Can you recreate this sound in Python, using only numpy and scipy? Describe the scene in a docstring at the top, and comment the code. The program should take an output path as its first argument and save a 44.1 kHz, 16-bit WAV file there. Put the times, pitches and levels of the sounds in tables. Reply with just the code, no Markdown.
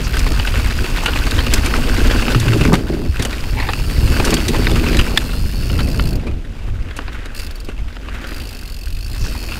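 """A mountain bike on a dirt forest trail, heard close up from a microphone on the rider.
It starts out coasting: wind buffets the microphone, the freehub buzzes, the tyres rumble and crunch,
chain and frame clatter. At 2.3 s it booms over a plank bridge and hops off; at 4.2 s it crosses another.
After 6.2 s wind and tyres ease, and the freehub twice falls silent for pedal strokes, then buzzes on."""
import sys
import numpy as np
from scipy import signal
from scipy.fft import rfft, irfft, next_fast_len
from scipy.io import wavfile
from scipy.ndimage import uniform_filter1d

SR = 44100
rng = np.random.default_rng(int(sys.argv[2]) if len(sys.argv) > 2 else 0)


def generate_wav(sig):
    """Save sig (samples, or channels by samples) to the path in sys.argv[1] as 16-bit PCM at SR."""
    pcm = np.round(np.clip(np.atleast_2d(sig).T, -1, 1) * 32767).astype(np.int16)
    wavfile.write(sys.argv[1], SR, pcm)


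N = 422919
TIME = np.arange(N) / SR


def from_db(db):
    """Decibels to gain."""
    return 10 ** (np.asarray(db) / 20)


def unit_power(x):
    """Scale to a mean power of one."""
    return x / np.sqrt(np.mean(x ** 2) + 1e-20)


def curves(rows):
    """Each column after the time, interpolated to every sample."""
    time_s, *columns = np.transpose(rows)
    return [np.interp(TIME, time_s, column) for column in columns]


def steady(x, span_s):
    """Hold the power at one over a span, keeping the faster detail."""
    power = uniform_filter1d(uniform_filter1d(x ** 2, int(span_s * SR)), int(span_s * SR / 2))
    return x / np.sqrt(np.abs(power) + np.mean(x ** 2) / 10 ** 4)


def noise(spectrum):
    """Noise with a given spectrum, at unit power."""
    hz, db = np.transpose(spectrum)
    size = next_fast_len(N)
    bins_hz = np.maximum(np.fft.rfftfreq(size, 1 / SR), 1)
    gain = from_db(np.interp(np.log(bins_hz), np.log(hz), db, left=-99, right=-99))
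    return unit_power(irfft(gain * rfft(rng.standard_normal(size)), size)[:N])


def drift(per_s):
    """A random wander with unit spread."""
    count = int(per_s * N / SR) + 2
    return unit_power(np.interp(TIME, np.arange(count) / per_s, rng.standard_normal(4000)[:count]))


def swell(middle_s, half_s):
    """A smooth rise and fall of height one."""
    return np.exp(-np.minimum(((TIME - middle_s) / half_s) ** 2, 20))


def band(x, low_hz, high_hz):
    """Causal band-pass."""
    return signal.sosfilt(signal.butter(2, [low_hz, high_hz], "band", fs=SR, output="sos"), x + 1e-18)


def resonate(x, hz, width_hz):
    """One resonance, gain one at its top."""
    r = np.exp(-np.pi * width_hz / SR)
    feedback = [1, -2 * r * np.cos(2 * np.pi * hz / SR), r * r]
    return signal.lfilter(np.array([1, 0, -1]) * (1 - r * r) / 2, feedback, x + 1e-18)


def body(x, modes):
    """Parallel resonances with alternating signs."""
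    return sum((-1) ** k * from_db(db) * resonate(x, hz, width)
               for k, (hz, width, db) in enumerate(modes))


def bursts(strikes, t60_s, tail_db, tail_t60_s):
    """Every strike starts a short rush of noise with a fainter, longer tail."""
    def power(decay_s):
        return signal.lfilter([1], [1, -10 ** (-6 / (decay_s * SR))], strikes ** 2 + 1e-18)
    return np.sqrt(power(t60_s) + from_db(tail_db) ** 2 * power(tail_t60_s)) * rng.standard_normal(N)


def random_strikes(per_s, spread_db):
    """Contacts at random moments, a few much harder than the rest."""
    return (rng.random(N) < per_s / SR) * from_db(spread_db * np.minimum(rng.exponential(1, N), 4))


# Spectrum of the hiss: frequency_hz, level_db (levels in all tables are relative)
HISS_SPECTRUM = [(300, -10), (680, 3), (1200, -19.5), (3000, -4), (10000, -19), (15500, -30)]

def hiss(level_db=-51):
    """A faint steady hiss behind everything."""
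    return from_db(level_db) * noise(HISS_SPECTRUM)


# Air on the microphone: time_s, buffet_db, flutter_db
AIRFLOW = [(0, -19.5, -31), (.35, -14.5, -31.5), (.85, -19, -33), (1.1, -16, -28.5), (2.2, -14, -38),
           (2.55, -22, -24), (3.4, -22, -36.5), (3.85, -20.5, -28.5), (4.05, -16.5, -27),
           (5.1, -16.5, -27.5), (5.3, -22.5, -34.5), (5.85, -16, -22.5), (6.3, -20, -28), (6.5, -25, -37.5),
           (7.05, -27, -51.5), (8.6, -29, -47), (9.1, -22.5, -46.5), (9.59, -27.5, -37.5)]
# Single gusts and a lull: middle_s, half_length_s, rise_db
WIND_GUSTS = [(4.046, 0.022, 5), (4.527, 0.014, -3), (5.44, .05, 4), (6.06, 0.011, 6), (6.732, 0.11, 8),
              (7.827, 0.066, 6), (8.154, 0.045, 6), (9.25, 0.075, 11)]
# Spectra of the large and the small eddies: frequency_hz, level_db
BUFFET_SPECTRUM = [(10, -2.5), (22, -3.5), (42, -1.5), (70, -5.5), (100, -10.5), (150, -25.5), (300, -51),
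                   (1000, -85)]
FLUTTER_SPECTRUM = [(50, 0), (90, 1), (130, 1), (180, -5), (260, -11), (450, -21), (1000, -54)]

def wind(slow_air_hz=62, slow_air_db=-25, fast_air_db=-10):
    """Right on the microphone port, large eddies buffet and small ones flutter; gusts move both."""
    buffet_db, flutter_db = curves(AIRFLOW)
    gust_db = sum(rise_db * swell(s, half_s) for s, half_s, rise_db in WIND_GUSTS) + 2 * drift(16)
    eddies = noise(BUFFET_SPECTRUM)
    # slow air sheds only big, low eddies; faster air adds the rest
    big = signal.sosfilt(signal.butter(1, slow_air_hz, fs=SR, output="sos"), eddies)
    fast_share = np.clip((buffet_db + gust_db - slow_air_db) / (fast_air_db - slow_air_db), 0, 1)
    buffet = from_db(buffet_db + gust_db + 1.5) * steady(big + fast_share * (eddies - big), span_s=0.084)
    flutter = from_db(flutter_db + 0.99 * gust_db + 3.5) * steady(noise(FLUTTER_SPECTRUM), span_s=0.083)
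    return buffet + flutter


# How hard the tyres work the ground, earth and planks alike: time_s, rumble_db, crunch_db
TYRE_LOAD = [(0, -28.5, -30.5), (.95, -27.5, -28), (2.2, -19, -25), (2.45, -20.5, -28), (2.7, -14, -28),
             (2.82, -23.5, -36.5), (3.05, -17.5, -42), (3.3, -28.5, -30.5), (3.55, -33.5, -37.5),
             (4.05, -27, -31.5), (4.25, -16.5, -24), (4.45, -20, -31), (4.95, -18.5, -27.5),
             (5.5, -36, -40), (5.8, -24, -37), (6.28, -28, -45), (6.45, -38, -45), (7.1, -36.5, -43.5),
             (7.9, -41, -44), (8.28, -33.5, -37.5), (8.95, -45, -48), (9.3, -32.5, -36.5), (9.59, -34, -37)]
# Spectrum of tread on earth: frequency_hz, level_db
EARTH_SPECTRUM = [(60, -4), (130, -4), (190, -5), (240, 4), (290, -1.5), (335, -2.5), (400, -6), (480, -7),
                  (700, -14), (1200, -24), (3000, -30)]
# The two bridges: start_s, end_s, plank_share
CROSSINGS = [(2.342, 3.105, 0.9), (4.185, 5.001, 0.79)]
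# Resonances of the planks: pitch_hz, width_hz, level_db
PLANK_RESONANCES = [(152.9, 9.9, 2.5), (242.4, 20, 1.5), (291, 53, 3), (310.5, 75.5, 3.5), (424, 52, -5.5),
                    (550, 100, -16.5)]

def tyre_rumble(hop_s=3.13, hop_drop_db=22):
    """Below the rider, knobs drum on earth or planks; the rumble drops out as the wheels hop."""
    rumble_db, _ = curves(TYRE_LOAD)
    rumble_db -= hop_drop_db * swell(hop_s, half_s=0.058)
    plank_share = sum(share * ((TIME > start) & (TIME < end)) for start, end, share in CROSSINGS)
    plank_share = np.clip(uniform_filter1d(plank_share, size=600), 0, 1)
    earth = steady(noise(EARTH_SPECTRUM) * from_db(2 * drift(60)), span_s=0.34)
    knocks = bursts(random_strikes(per_s=70, spread_db=2.5), t60_s=0.011, tail_db=-15.5, tail_t60_s=0.18)
    planks = steady(body(knocks, PLANK_RESONANCES), span_s=0.23)
    return from_db(rumble_db - 1.14) * (np.sqrt(1 - plank_share) * earth + np.sqrt(plank_share) * planks)


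# Spectrum of crushed dirt: frequency_hz, level_db
DIRT_SPECTRUM = [(300, -31), (600, -5.5), (850, -10), (1100, 0), (1500, -0.5), (2050, -5), (2650, -0.5),
                 (3100, -4), (3700, -10), (5000, -16), (7000, -16.5), (10000, -23), (15500, -23)]
# Resonances of the frame: pitch_hz, width_hz, level_db
FRAME_RESONANCES = [(876, 340, 0), (1523, 260, 4), (1970, 940, 1.5), (2610, 490, 2), (3650, 730, -4.5),
                    (4880, 520, -4)]

def tyre_crunch():
    """The tread crushes grit that rattles the frame, and sprays fine sand when it works hard."""
    _, crunch_db = curves(TYRE_LOAD)
    jolt = from_db(2.2 * drift(55))   # uneven ground presses the tread in spurts
    grit = 0
    for hz, width, db in FRAME_RESONANCES:   # each grain or chain link rings just one of the modes
        grains = random_strikes(per_s=75, spread_db=4.2)
        grit += from_db(db) * resonate(grains, hz, 0.61 * width) / np.sqrt(width)
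    crunch = from_db(-3.5) * noise(DIRT_SPECTRUM) + from_db(-3) * steady(grit, span_s=0.3)
    sand = bursts(random_strikes(per_s=330, spread_db=3), t60_s=0.006, tail_db=-9, tail_t60_s=0.032)
    spray = from_db(1.47 * crunch_db + 1.5) * unit_power(band(sand, 1700, 7900))
    return jolt * (from_db(crunch_db) * crunch + spray)


# Tyres sliding on grit, plants brushing past: middle_s, length_s, level_db, centre_hz, width_hz
SLIDES = [(0.053, 0.022, -29, 5440, 2520), (2.726, 0.0056, -16.5, 750, 920), (3.63, 0.095, -28.5, 860, 260),
          (3.632, 0.098, -28, 2120, 1210), (4.287, .05, -38, 7500, 3500), (5.315, 0.019, -34, 4030, 1500),
          (7.15, 0.46, -39, 1480, 1270), (8.248, 0.23, -37.5, 1500, 1080), (9.251, 0.077, -34, 5100, 2500)]

def scrapes():
    """Each slide is stick and slip crackle in one broad resonance; it swells and dies away."""
    out = np.zeros(N)
    friction = rng.standard_normal(N) * from_db(3.3 * drift(220))
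    for middle_s, length_s, db, hz, width in SLIDES:
        span = slice(max(int((middle_s - 2 * length_s) * SR), 0), int((middle_s + 2 * length_s) * SR))
        crackle = unit_power(resonate(resonate(friction[span], hz, width), hz, width))
        out[span] += from_db(db) * np.exp(-2 * ((TIME[span] - middle_s) / length_s) ** 2) * crackle
    return out


# Wheels loading the long beams of the first bridge: start_s, level_db
BEAM_LOADS = [(2.352, -4.5), (2.47, -4), (2.61, -16), (2.75, -19)]

def bridge_boom(pitch_hz=114, attack_s=0.012, t60_s=0.39):
    """Under the bike, each wheel load sets the lowest mode of the beams ringing."""
    envelope = 0
    for start_s, db in BEAM_LOADS:
        t = np.maximum(TIME - start_s, 0)
        envelope += (1 - np.exp(-t / attack_s)) * from_db(db - 60 * t / t60_s)
    return envelope * np.sin(2 * np.pi * pitch_hz * TIME + 0.35 * drift(25))


# Ratchet speed, one list for each stretch of coasting: time_s, clicks_per_s
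RATCHET_RATES = [
    [(0, 64), (1.05, 78), (2.3, 170), (2.9, 76), (4.15, 120), (4.8, 93), (5.45, 100), (6.09, 57),
     (6.18, 25)],
    [(7.348, 71.5), (7.44, 71.5), (7.48, 20.5), (7.66, 22.5)],
    [(8.27, 53), (8.46, 56), (8.58, 47), (8.88, 42.5), (9.1, 59), (9.59, 92)],
]

def pawl_strikes():
    """While the rider coasts, two pawls drop off each ratchet tooth, one just after the other."""
    strikes = np.zeros(N)
    for stretch in RATCHET_RATES:
        clicks_per_s, = curves(stretch)
        coasting = (TIME >= stretch[0][0]) & (TIME < stretch[-1][0])
        teeth = np.cumsum(clicks_per_s * coasting) / SR
        first = np.flatnonzero(np.diff(np.ceil(teeth)) > 0)
        first_force, second_force, jitter = rng.standard_normal((1000, 3))[:len(first)].T
        second = first + (SR * (0.0028 + 0.0005 * jitter)).astype(int)
        strikes[first] = from_db(1.1 * first_force)
        strikes[np.clip(second, 0, N - 1)] = from_db(-4 + 1.8 * second_force)
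    return strikes


# Resonances of the hub: pitch_hz, width_hz, level_db
HUB_RESONANCES = [(1630, 79, -16), (2650, 146, 3), (4345, 490, 0.5), (4550, 190, 5.5), (4854, 81, 1.5),
                  (5210, 230, -1), (7000, 140, -10), (8430, 170, -5), (11100, 980, -17.5),
                  (13400, 820, -12.5)]
# Loudness of the hub at the microphone: time_s, level_db
HUB_LOUDNESS = [(0, -39), (2.6, -43), (2.85, -50), (3.15, -47.5), (4.15, -38), (5.4, -41), (6.1, -38.5),
                (7.4, -39.5), (7.6, -44.5), (8.5, -41), (8.85, -42.5), (9.59, -40.5)]

def freehub():
    """In the rear wheel, the pawls snap and ring the hub, fast enough to buzz."""
    strikes = pawl_strikes()
    snaps = bursts(strikes, t60_s=0.033, tail_db=-2.5, tail_t60_s=0.063)
    blows = unit_power(strikes) + from_db(-5) * unit_power(snaps)
    # as the wheel turns, each mode swells and fades on its way to the microphone
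    ring = body(blows, [(hz, width, db + 1.8 * drift(45)) for hz, width, db in HUB_RESONANCES])
    # a reflection off the ground, at a slowly changing distance, shifts the colour of the ring
    lag_s = 0.0014 + 0.00012 * drift(7)
    ring += 0.45 * np.interp(TIME - lag_s, TIME, ring)
    sizzle = band(snaps, 3300, 16500)
    level_db, = curves(HUB_LOUDNESS)
    return from_db(level_db) * (from_db(4) * unit_power(ring) + from_db(-2) * unit_power(sizzle))


# Heavy blows through the wheels: start_s, level_db, pitch_hz
WHEEL_BLOWS = [(2.358, -8, 118), (2.613, -7, 119), (2.654, -4, 248), (2.685, -2, 180), (2.732, 2, 176),
               (3.092, -6.5, 68), (3.198, -9.5, 88.8), (4.193, -12, 110), (4.326, -8, 179),
               (4.557, -10, 117.4), (4.849, -18, 72.7), (7.687, -18, 326), (9.211, -21, 110)]

def thumps():
    """A wheel meets an edge: a few heavily damped cycles."""
    out, t = np.zeros(N + SR), np.arange(SR // 5) / SR
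    for start_s, db, hz in WHEEL_BLOWS:
        start, cycles = int(start_s * SR), hz * t
        envelope = (1 - np.exp(-cycles / 0.13)) * np.exp(-cycles / 0.94)
        out[start:start + len(t)] -= from_db(db + 5) * envelope * np.sin(2 * np.pi * cycles)
    return out[:N]


def rattle_rows(per_s=10, over_crunch_db=6.5, spread_db=4, low_hz=1270, high_hz=3080, t60_s=0.06):
    """Lighter clacks at uneven moments, louder on rougher ground; columns as in LOUD_CLACKS."""
    offset, pitch, force = rng.random((200, 3)).T
    start_s = (np.arange(len(offset)) + offset) / per_s
    _, crunch_db = curves(TYRE_LOAD)
    db = np.interp(start_s, TIME, crunch_db) + over_crunch_db + spread_db * (2 * force - 1)
    hz = low_hz * (high_hz / low_hz) ** pitch
    thud_db, snap_db = db - 5, db - 18
    rows = np.transpose([start_s, db, hz, np.full(len(db), t60_s), thud_db, snap_db])
    return rows[start_s < TIME[-1]]


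def strike_envelope(t, t60_s, attack_share):
    """A quick rise, timed as a share of the decay, then an exponential fall."""
    return (1 - np.exp(-t / (t60_s * attack_share))) * from_db(-60 * t / t60_s)


# Chain, cables and stones, close by: start_s, ring_db, pitch_hz, t60_s, thud_db, snap_db
LOUD_CLACKS = [(.1685, -15, 1430, 0.029, -34, -26), (.192, -19, 5150, 0.036, -34, -22.5),
               (.2644, -18, 1070, 0.035, -22, -31), (.319, -19.5, 1410, 0.024, -43, -25),
               (.3968, -12.5, 2920, 0.027, -40, -44), (.4717, -15, 2730, .046, -36, -36),
               (.5392, -18, 1440, .035, -22, -43), (.5733, -21, 2900, 0.014, -40, -46),
               (1.0587, -7, 2860, 0.047, -38, -24), (1.0795, -17, 1470, 0.1, -18, -46),
               (1.134, -15, 2920, 0.025, -31, -43), (1.2668, -19, 1085, 0.042, -34, -38),
               (1.3092, -20, 3850, 0.049, -38, -25.5), (1.389, -11.5, 3170, 0.032, -39, -37),
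               (1.4655, -14, 2770, 0.041, -27, -28), (1.5281, -18, 1640, .027, -19.5, -39),
               (1.5367, -12, 5300, 0.04, -29, -10.5), (1.6597, -19, 2310, 0.051, -25, -22),
               (1.7385, -11.5, 1350, 0.026, -33, -36), (2.1097, -13.5, 1630, .043, -18, -35),
               (2.281, -11.5, 2535, .023, -39, -42), (2.3469, -8.5, 1330, 0.027, -23, -32),
               (2.399, -27, 3680, 0.054, -31, -24), (2.6092, -15, 2610, 0.077, -15, -30),
               (2.7296, -12.5, 1000, 0.079, -11.5, -24), (2.7396, -10, 863, 0.032, -16, -26),
               (2.753, -16, 1550, 0.025, -28, -27), (3.194, -20.5, 1850, 0.084, -20, -33),
               (3.2225, -21, 3400, 0.059, -28, -23.5), (3.2501, -17, 2990, .038, -19, -22),
               (3.599, -18, 2005, 0.05, -23, -40), (3.6873, -13, 888, 0.063, -27, -45),
               (3.7336, -12, 2570, 0.023, -41, -29), (4.1973, -12.5, 2520, 0.032, -9, -44),
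               (4.2497, -29, 2760, 0.052, -18, -18.5), (4.3052, -16, 5500, 0.02, -34, -20),
               (4.3255, -17, 2380, 0.065, -6.5, -44), (4.3407, -18, 4670, 0.038, -36, -15),
               (4.3675, -14.5, 3200, 0.032, -36, -42), (4.4818, -19, 3910, .059, -25, -19.5),
               (4.5445, -17.5, 1006, .054, -17, -44), (4.6689, -7, 1840, 0.022, -16, -42),
               (4.7137, -19, 3460, 0.032, -38, -29), (4.8637, -17, 2620, .05, -24, -47),
               (4.9458, -16, 2050, .03, -17, -36), (4.9688, -14, 3980, 0.032, -35, -22),
               (4.99, -7.5, 2940, 0.049, -37, -24), (5.1742, 0.5, 3550, 0.022, -36, -12.5),
               (5.6985, -21, 2923, 0.031, -34, -49), (5.7886, -17.5, 1520, 0.071, -37, -42),
               (5.8057, -20, 4180, .028, -18, -36), (5.9952, -12, 1400, .024, -23, -44),
               (6.2655, -30, 2480, 0.13, -25, -47), (6.9095, -26, 1640, 0.035, -37, -60),
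               (6.9645, -32, 2840, .09, -34, -34), (6.9894, -14.5, 1270, 0.015, -23, -51),
               (7.0795, -22.5, 1230, .035, -30, -60), (7.2568, -29, 1820, .039, -30, -37),
               (7.3962, -25, 4540, 0.041, -36, -31), (7.687, -29, 2670, 0.063, -24, -43),
               (7.9673, -22, 1450, 0.014, -34, -62), (8.0853, -23, 1330, 0.026, -36, -52),
               (8.2408, -25, 1580, 0.038, -28, -57), (8.318, -28, 1310, .04, -28, -55),
               (9.5195, -19.5, 2720, 0.029, -30, -40)]

def clacks(mode_ratio=2.04, split_hz=2100, blur_hz=300):
    """Each contact rings two modes of the struck part and the frame, with a dull thud and a snap."""
    frame = steady(band(body(rng.standard_normal(N), FRAME_RESONANCES), 810, 4900), span_s=0.0012)
    thud = steady(band(rng.standard_normal(N), 176, 530), span_s=0.03)
    snap = unit_power(band(rng.standard_normal(N), 1900, 9300))
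    out, length = np.zeros(N), SR // 8
    for start_s, ring_db, hz, t60_s, thud_db, snap_db in [*LOUD_CLACKS, *rattle_rows()]:
        second_hz = hz * mode_ratio if hz < split_hz else hz / mode_ratio
        span = slice(int(start_s * SR), int(start_s * SR) + length)
        t = TIME[span] - TIME[span][0]
        # the parts chatter against each other, which blurs the pitch of their ring
        chatter = rng.standard_normal((2, length))[:, :len(t)] * np.sqrt(2 * np.pi * blur_hz / SR)
        wander = uniform_filter1d(np.cumsum(chatter, axis=1), size=40)
        main, second = np.sqrt(2) * np.sin(2 * np.pi * np.outer([hz, second_hz], t) + wander)
        ring = main + from_db(-4.5) * second + from_db(-3) * frame[span]
        out[span] += from_db(ring_db - 0.5) * ring * strike_envelope(t, t60_s, 0.027)
        out[span] += from_db(thud_db + 0.5) * thud[span] * strike_envelope(t, 0.067, 0.014)
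        out[span] += from_db(snap_db + 5) * snap[span] * strike_envelope(t, 0.87 * t60_s, 0.01)
    return out


def scene():
    """One microphone on the rider, in open air, with the whole bike close by."""
    air = hiss() + wind()
    trail = tyre_rumble() + tyre_crunch() + scrapes() + bridge_boom()
    bike = freehub() + thumps() + clacks()
    return (air + trail + bike)[None]


def record(dry, ceiling=0.92, cutoff_hz=15600):
    """The loudest peaks are rounded off and the top treble is cut."""
    rounded = dry / (1 + (dry / ceiling) ** 6) ** (1 / 6)
    return signal.sosfilt(signal.ellip(10, 0.1, 90, cutoff_hz, fs=SR, output="sos"), rounded)


dry = scene()
out = record(dry)
generate_wav(out)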